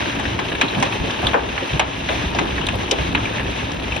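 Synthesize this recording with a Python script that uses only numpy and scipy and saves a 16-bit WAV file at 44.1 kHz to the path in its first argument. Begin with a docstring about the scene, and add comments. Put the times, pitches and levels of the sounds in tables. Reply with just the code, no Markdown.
"""Backyard hailstorm, heard from shelter.

Big stones knock and crack on boards close by; heavy ones thud on roof and walls.
Smaller stones patter on hard ground and drum overhead; rain and far hail hiss on grass and leaves.
The roof booms in its low resonances over the rumble of the storm. A limiter holds the peaks."""
import sys
import numpy as np
from scipy import signal
from scipy.fft import rfft, irfft, next_fast_len
from scipy.io import wavfile
from scipy.ndimage import uniform_filter1d, minimum_filter1d, map_coordinates

SR = 44100
rng = np.random.default_rng(int(sys.argv[2]) if len(sys.argv) > 2 else 0)


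def dump(signal):
    """Clip the signal to [-1, 1] and save it as 16-bit WAV at the path in sys.argv[1]."""
    limited = np.clip(np.atleast_2d(signal).T, -1, 1)
    pcm = np.round(limited * 32767).astype(np.int16)
    wavfile.write(sys.argv[1], SR, pcm)


N = 176400

# Ring of struck boards: (frequency [Hz], gain [dB])
BOARD_SPECTRUM = [(200, 5), (620, 1.5), (790, 2.5), (960, 2), (1120, 0.5), (1450, -1), (1700, 4),
                  (2050, -1.5), (2460, 3.5), (2750, 1), (4050, -1), (4600, -13), (9000, -48), (14000, -73)]
# Shattering ice: (frequency [Hz], gain [dB])
ICE_SPECTRUM = [(2500, -28), (4500, 7.5), (8500, 2), (10000, -4.5), (13000, -1.5), (15000, -37)]
# Big stones: (time [s], body level [dB], body pitch [Hz], clack level [dB], clack pitch [Hz],
# clack width [octaves], crack level [dB], crack pitch [Hz], left over right [dB], base t60 [s])
BOARD_HITS = [(.196, -22.5, 834, -27, 1950, 1, -36, 7100, 5.5, 0.025),
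              (.254, -38, 900, -19.5, 1770, 1, -38, 6000, 3, .018),
              (0.39, -22, 1060, -22.5, 1990, 0.83, -37, 6030, 1.5, 0.037),
              (0.551, -38, 900, -23, 2350, 0.55, -41, 8400, 4, 0.017),
              (0.612, -13, 920, -8.5, 2470, 0.79, -19.5, 6650, -.5, .024),
              (.683, -48, 393, -23.5, 3780, 0.15, -46, 6000, -2, 0.015),
              (.800, -31, 710, -32, 2480, 0.5, -28, 6650, -2.5, 0.012),
              (0.8252, -14, 796, -16.5, 2144, 1, -23.5, 6450, -1, 0.033),
              (.925, -22.5, 900, -20, 2440, 0.69, -52, 6000, 0, 0.008),
              (1.108, -30, 910, -24, 3320, 0.3, -33, 5470, 4, 0.022),
              (1.2682, -14, 1010, -8, 3520, 0.22, -25, 8250, -2, 0.0084),
              (1.3328, -17, 900, -18.5, 2650, 0.18, -52, 6000, 12, .009),
              (1.342, -9, 954, -19, 1520, .7, -37, 6000, 1, 0.024),
              (1.578, -17.5, 1080, -17.5, 2280, .61, -46, 6000, -2, 0.0082),
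              (1.7951, -11, 832, -10.5, 2210, 0.84, -20.5, 6900, 0.5, 0.022),
              (2.089, -30, 600, -19, 2040, 1, -41, 5000, 3, 0.034),
              (2.348, -21.5, 706, -28, 3070, 0.6, -34, 5070, 2, 0.042),
              (2.3866, -17.5, 915, -17, 2040, 0.96, -29, 6150, 0, 0.033),
              (2.579, -26.5, 990, -21, 1810, 0.54, -53, 6000, -2, 0.021),
              (2.612, -26, 890, -25, 2980, 0.17, -46, 5500, 7, 0.028),
              (2.667, -23, 1010, -16, 3560, 0.54, -23.5, 7840, -1, 0.0075),
              (2.6863, -23.5, 1060, -17, 2550, 0.64, -31, 6900, 4.5, 0.016),
              (2.755, -24.5, 590, -42, 3000, .67, -36, 9700, 7, 0.01),
              (2.911, -21, 900, -9, 3020, 0.43, -8, 6140, 2, 0.013),
              (2.985, -21, 700, -22, 2370, 0.51, -48, 6000, -1, .018),
              (3.149, -16.5, 950, -10.5, 2350, 0.63, -33.5, 8100, -1.5, 0.017),
              (3.254, -39, 900, -22, 2380, 0.24, -38, 7000, 0, 0.02),
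              (3.383, -44, 710, -20, 1950, 0.72, -50, 6000, -3, 0.0092),
              (3.396, -27, 730, -21.5, 1750, 0.78, -51, 6000, 1, 0.023),
              (3.718, -47, 900, -32, 3240, 0.34, -31, 6040, 4, 0.011),
              (3.921, -27, 920, -21, 2650, .25, -38, 6000, 2, 0.018),
              (3.962, -25.5, 580, -24.5, 2490, 0.65, -36, 7600, 4.5, 0.027)]


def knocks(gain_db=1.3):
    """Each big stone on the boards gives a woody body, a hard clack and the crack of ice."""
    out = np.zeros((2, N))
    for (start_s, body_db, body_hz, clack_db, clack_hz, clack_octaves,
         crack_db, crack_hz, left_db, t60_s) in BOARD_HITS:
        wood = resonance(body_hz, BOARD_SPECTRUM, octaves=0.74, slope=3.26)
        body = impact(wood, t60_s, echo_db=-7, echo_t60_s=12 * t60_s, attack_s=0.00042)
        body += amp(-1) * mode(body_hz, 1.42 * t60_s)
        hard_wood = resonance(clack_hz, BOARD_SPECTRUM, octaves=clack_octaves, slope=2.77)
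        clack = impact(hard_wood, t60_s, echo_db=-8.5, echo_t60_s=8.2 * t60_s, attack_s=0.0001)
        clack += amp(-0.5) * mode(clack_hz, 1.6 * t60_s)
        ice = resonance(crack_hz, ICE_SPECTRUM, octaves=0.42, slope=3)
        crack = impact(ice, t60_s, echo_db=-15, echo_t60_s=4.5 * t60_s, attack_s=0.00019)
        pan = amp([[left_db / 2], [-left_db / 2]])
        hit = amp(body_db) * body + amp(clack_db) * clack + amp(crack_db) * crack
        mix_in(out, start_s, pan * hit)
    return amp(gain_db) * out


# Dull blows on roof and walls: (time [s], level [dB], pitch [Hz], shake t60 [s])
PANEL_HITS = [(.630, -23, 276, 0.21), (.764, -23, 180.5, .45), (.77, -28, 766, .42), (.995, -21, 63.5, .3),
              (1.041, -26.5, 453, 0.29), (1.228, -24, 746, 0.29), (1.343, -17.5, 480, 0.22),
              (1.621, -23.5, 340, 0.11), (1.734, -15, 107, 0.07), (2.093, -25, 630, 0.43),
              (2.248, -26, 57, 0.23), (2.354, -24.5, 256, 0.68), (2.409, -27, 540, .23),
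              (2.741, -25, 111, 0.12), (2.73, -23.5, 676, 0.086), (2.917, -17, 525, 0.12),
              (2.975, -25.5, 98, 0.25), (3.161, -30, 316, 0.24), (3.73, -30, 60, .49)]


def thuds(gain_db=1.2):
    """Heavy stones shake roof and walls without a crack; the struck panel rings hollow."""
    out = np.zeros((2, N))
    for start_s, level_db, hz, t60_s in PANEL_HITS:
        panel = resonance(hz, BOARD_SPECTRUM, octaves=0.75, slope=3.8)
        shake = impact(panel, t60_s, echo_db=-27, echo_t60_s=0.28, attack_s=0.002)
        mix_in(out, start_s, amp(level_db) * (shake + mode(hz, t60_s / 2)))
    return amp(gain_db) * out


# Strength of the fall: (time [s], drum level [dB], patter and hiss level [dB])
FALL_LEVELS = [(0.0, -26, -26), (0.24, -30, -30.5), (0.73, -28.5, -28.5), (1.14, -29.5, -30),
               (1.25, -26.5, -26.5), (1.4, -30.5, -33), (1.7, -28.5, -28), (1.85, -33.5, -35.5),
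               (2.06, -34, -30), (2.23, -30.5, -29.5), (2.67, -30.5, -30.5), (3.34, -29, -30.5),
               (3.68, -31, -31), (4.0, -32, -32)]
# Grass and leaves: (frequency [Hz], gain [dB])
HISS_SPECTRUM = [(200, -47), (900, 1.5), (1500, -7), (2000, -2), (2600, -2), (3950, -8), (4500, -19),
                 (6200, -13), (7400, -25.5), (9000, -26), (12500, -43.5), (14000, -56)]
# Hard ground: (frequency [Hz], gain [dB])
PATTER_SPECTRUM = [(200, -58), (900, 1), (1400, -9), (1700, 4.5), (2000, -11), (2480, 1), (3100, -2.5),
                   (3950, -6), (4500, -14.5), (6200, -23), (7500, -21), (9500, -23), (12500, -24.5),
                   (14000, -57)]
# Wood overhead: (frequency [Hz], gain [dB])
DRUM_SPECTRUM = [(60, -52), (170, 0.5), (300, -0.5), (500, -2.5), (900, -4), (1300, -6.5), (2000, -19.5),
                 (4000, -39), (9000, -78)]


def rain_and_hail(hiss_db=-0.8, patter_db=-1.2, drum_db=1, flutter_db=2.13):
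    """Far rain and hail merge into a hiss; nearer stones patter on hard ground and drum on wood."""
    overhead_db, ground_db = curves(FALL_LEVELS)
    hiss = amp(hiss_db + flutter_db * wobble(rate_hz=22)) * coloured(noise(), spectrum(HISS_SPECTRUM))
    ground_hits = shower(rate_hz=650, spread_db=2.5, t60_s=0.031, pitch_hz=2680, log_spread=0.6)
    patter = amp(patter_db) * coloured(ground_hits, spectrum(PATTER_SPECTRUM))
    wood_hits = shower(rate_hz=400, spread_db=0.5, t60_s=0.09, pitch_hz=551, log_spread=0.8)
    drum = amp(drum_db) * coloured(wood_hits, spectrum(DRUM_SPECTRUM))
    return amp(ground_db) * (hiss + patter) + amp(overhead_db) * drum


def shower(rate_hz, spread_db, t60_s, pitch_hz, log_spread, surfaces=20):
    """Stones of random size land at random times on many surfaces, each with a short, pitched ring."""
    t = np.arange(SR // 12) / SR
    hz = np.fft.rfftfreq(len(t), 1 / SR)
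    out = np.zeros((2, N))
    for _ in range(surfaces):
        centre_hz = pitch_hz * np.exp(log_spread * rng.normal())
        band = 1 / np.hypot(1, 3 * np.log2((hz + 1) / centre_hz))
        ring = irfft(rfft(noise(len(t))) * band, len(t))
        ring_t60_s = t60_s * np.exp(rng.normal(0, 0.39))
        channel_db = rng.normal(0, 2.2, (2, 1))
        ring *= amp(-60 * t / ring_t60_s + channel_db)
        landings = rng.random(N) < rate_hz / surfaces / SR
        sizes = amp(spread_db * np.minimum(rng.exponential(size=N), 4))
        out += signal.oaconvolve((landings * sizes)[None], unit_rms(ring), axes=1)[:, :N]
    return out


# Roof and storm rumble: (time [s], level [dB])
RUMBLE_LEVELS = [(0.0, -24.5), (0.73, -30), (0.78, -24.5), (0.83, -32.5), (1.04, -22), (1.16, -33.5),
                 (1.25, -23.5), (1.7, -34.5), (1.74, -19.5), (1.79, -28.5), (2.26, -26.5), (2.8, -24),
                 (2.9, -33), (3.01, -24.5), (4.0, -27.5)]
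# Roof resonances: (frequency [Hz], bandwidth [Hz], gain [dB])
ROOF_MODES = [(62.1, 3.5, 4.5), (109, 18.6, -1), (184, 62, -9.5), (276.3, 33, -4)]
# Low storm noise: (frequency [Hz], gain [dB])
STORM_SPECTRUM = [(20, -26), (45, -6.5), (70, -5), (140, -10.5), (300, -18), (700, -46), (2000, -100)]


def roof_rumble(boom_db=-3, storm_db=-7, surge_db=1.5, cutoff_hz=500):
    """Hail keeps the roof booming in its low resonances, over the rumble of the storm."""
    def panel(hz):
        power = sum(np.abs(amp(db) * hz * width_hz / (mode_hz ** 2 - hz ** 2 + 1j * hz * width_hz)) ** 2
                    for mode_hz, width_hz, db in ROOF_MODES)
        return np.sqrt(power) / (1 + (hz / cutoff_hz) ** 4)

    level_db, = curves(RUMBLE_LEVELS)
    boom = amp(boom_db) * coloured(noise(), panel)
    envelope = amp(level_db + surge_db * wobble(rate_hz=9.52))
    storm = amp(storm_db) * coloured(noise(), spectrum(STORM_SPECTRUM))
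    return envelope * (boom + storm)


def impact(response, t60_s, echo_db, echo_t60_s, attack_s, wall_s=0.00323, wall_db=-0.5):
    """A burst sounds through the struck material, bounces off the nearest wall and echoes in the yard."""
    def burst(age_s, decay_s):
        age_s = np.maximum(age_s, 0)
        return (1 - np.exp(-age_s / attack_s)) * amp(-60 * age_s / decay_s)

    t = np.arange(SR // 3) / SR
    bounce = amp(wall_db) * burst(t - wall_s, t60_s)
    echo = amp(echo_db) * burst(t, echo_t60_s)
    envelope = np.sqrt(burst(t, t60_s) ** 2 + bounce ** 2 + echo ** 2)
    return coloured(noise(len(t)) * envelope, response) * np.sqrt(np.mean(envelope ** 2))


def mode(hz, t60_s, left_lead_s=0.00004):
    """The strongest mode of a struck surface swells over its first cycle, then decays."""
    t = np.arange(SR // 3) / SR
    age_s = np.maximum(t - np.array([[0], [left_lead_s]]), 0)
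    attack = 1 - np.exp(-(2 * hz * age_s) ** 2)
    return np.sin(2 * np.pi * hz * age_s) * attack * amp(-60 * age_s / t60_s)


def resonance(centre_hz, material, octaves, slope):
    """Frequency response of a cluster of close modes in a material."""
    return lambda hz: spectrum(material)(hz) / (1 + np.abs(np.log2((hz + 1) / centre_hz) / octaves) ** slope)


# Likeness of left and right: (frequency [Hz], correlation [clipped to -1..1])
STEREO_CORRELATION = [(50, 1), (170, 0.92), (260, 0.63), (420, 0.41), (700, -0.15), (1150, -0.27),
                      (1800, 0.29), (3000, 0.48), (5000, 0.83), (7500, -1.39), (9000, -0.012), (11500, 1),
                      (13000, -0.6)]
# Balance: (frequency [Hz], left over right [dB])
STEREO_BALANCE = [(100, -0.5), (400, 1.8), (1100, 0.8), (2200, 0.4), (3900, 3.5), (7000, -1), (13000, 0.5)]


def coloured(pair, response):
    """Filter two unrelated signals into partly correlated stereo of rms 1."""
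    n = pair.shape[1]
    n_fft = 2 * next_fast_len(n // 2 + 2048)
    hz = np.fft.rfftfreq(n_fft, 1 / SR)
    cepstrum = irfft(np.log(np.maximum(response(hz), 1e-6)))
    cepstrum[1:n_fft // 2] *= 2  # fold to minimum phase
    cepstrum[n_fft // 2 + 1:] = 0
    width_rad = np.arccos(np.clip(log_interp(STEREO_CORRELATION, hz), -1, 1)) / 2
    mid, side = rfft(pair, n_fft) * np.exp(rfft(cepstrum)) * [np.cos(width_rad), np.sin(width_rad)]
    lean = amp(log_interp(STEREO_BALANCE, hz) / 2)
    stereo = np.array([(mid + side) * lean, (mid - side) / lean])
    return unit_rms(irfft(stereo, n_fft)[:, :n])


def spectrum(points):
    """Frequency response through (frequency [Hz], gain [dB]) points."""
    return lambda hz: amp(log_interp(points, hz))


def log_interp(points, hz):
    knots_hz, values = np.transpose(points)
    return np.interp(np.log(hz + 1), np.log(knots_hz + 1), values)


def curves(rows):
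    """One value per sample for each column after the time."""
    times_s, *columns = np.transpose(rows)
    return [np.interp(np.arange(N) / SR, times_s, column) for column in columns]


def wobble(rate_hz):
    """Smooth random curve with knots at the given rate."""
    return map_coordinates(rng.standard_normal(1024), [np.arange(N) * rate_hz / SR], mode="wrap")


def noise(n=N):
    return rng.standard_normal((2, n))


def amp(db):
    return 10 ** (np.asarray(db) / 20)


def unit_rms(x):
    return x / np.sqrt(np.mean(x ** 2) + 1e-20)


def mix_in(track, start_s, sound):
    part = track[:, max(round(start_s * SR), 0):][:, :sound.shape[1]]
    part += sound[:, :part.shape[1]]


def scene():
    """Continuous fall and rumble under the single blows."""
    return rain_and_hail() + roof_rumble() + knocks() + thuds()


def record(dry, ceiling=0.76, cutoff_hz=15800):
    """Fast peak limiter, then a brick-wall low-pass."""
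    needed_gain = np.minimum(1, ceiling / (np.abs(dry).max(axis=0) + 1e-9))
    gain = uniform_filter1d(minimum_filter1d(needed_gain, size=45), size=45)
    n_fft = next_fast_len(N + SR // 2)
    passband = np.fft.rfftfreq(n_fft, 1 / SR) < cutoff_hz
    return irfft(rfft(dry * gain, n_fft) * passband, n_fft)[:, :N]


dry = scene()
out = record(dry)
dump(out)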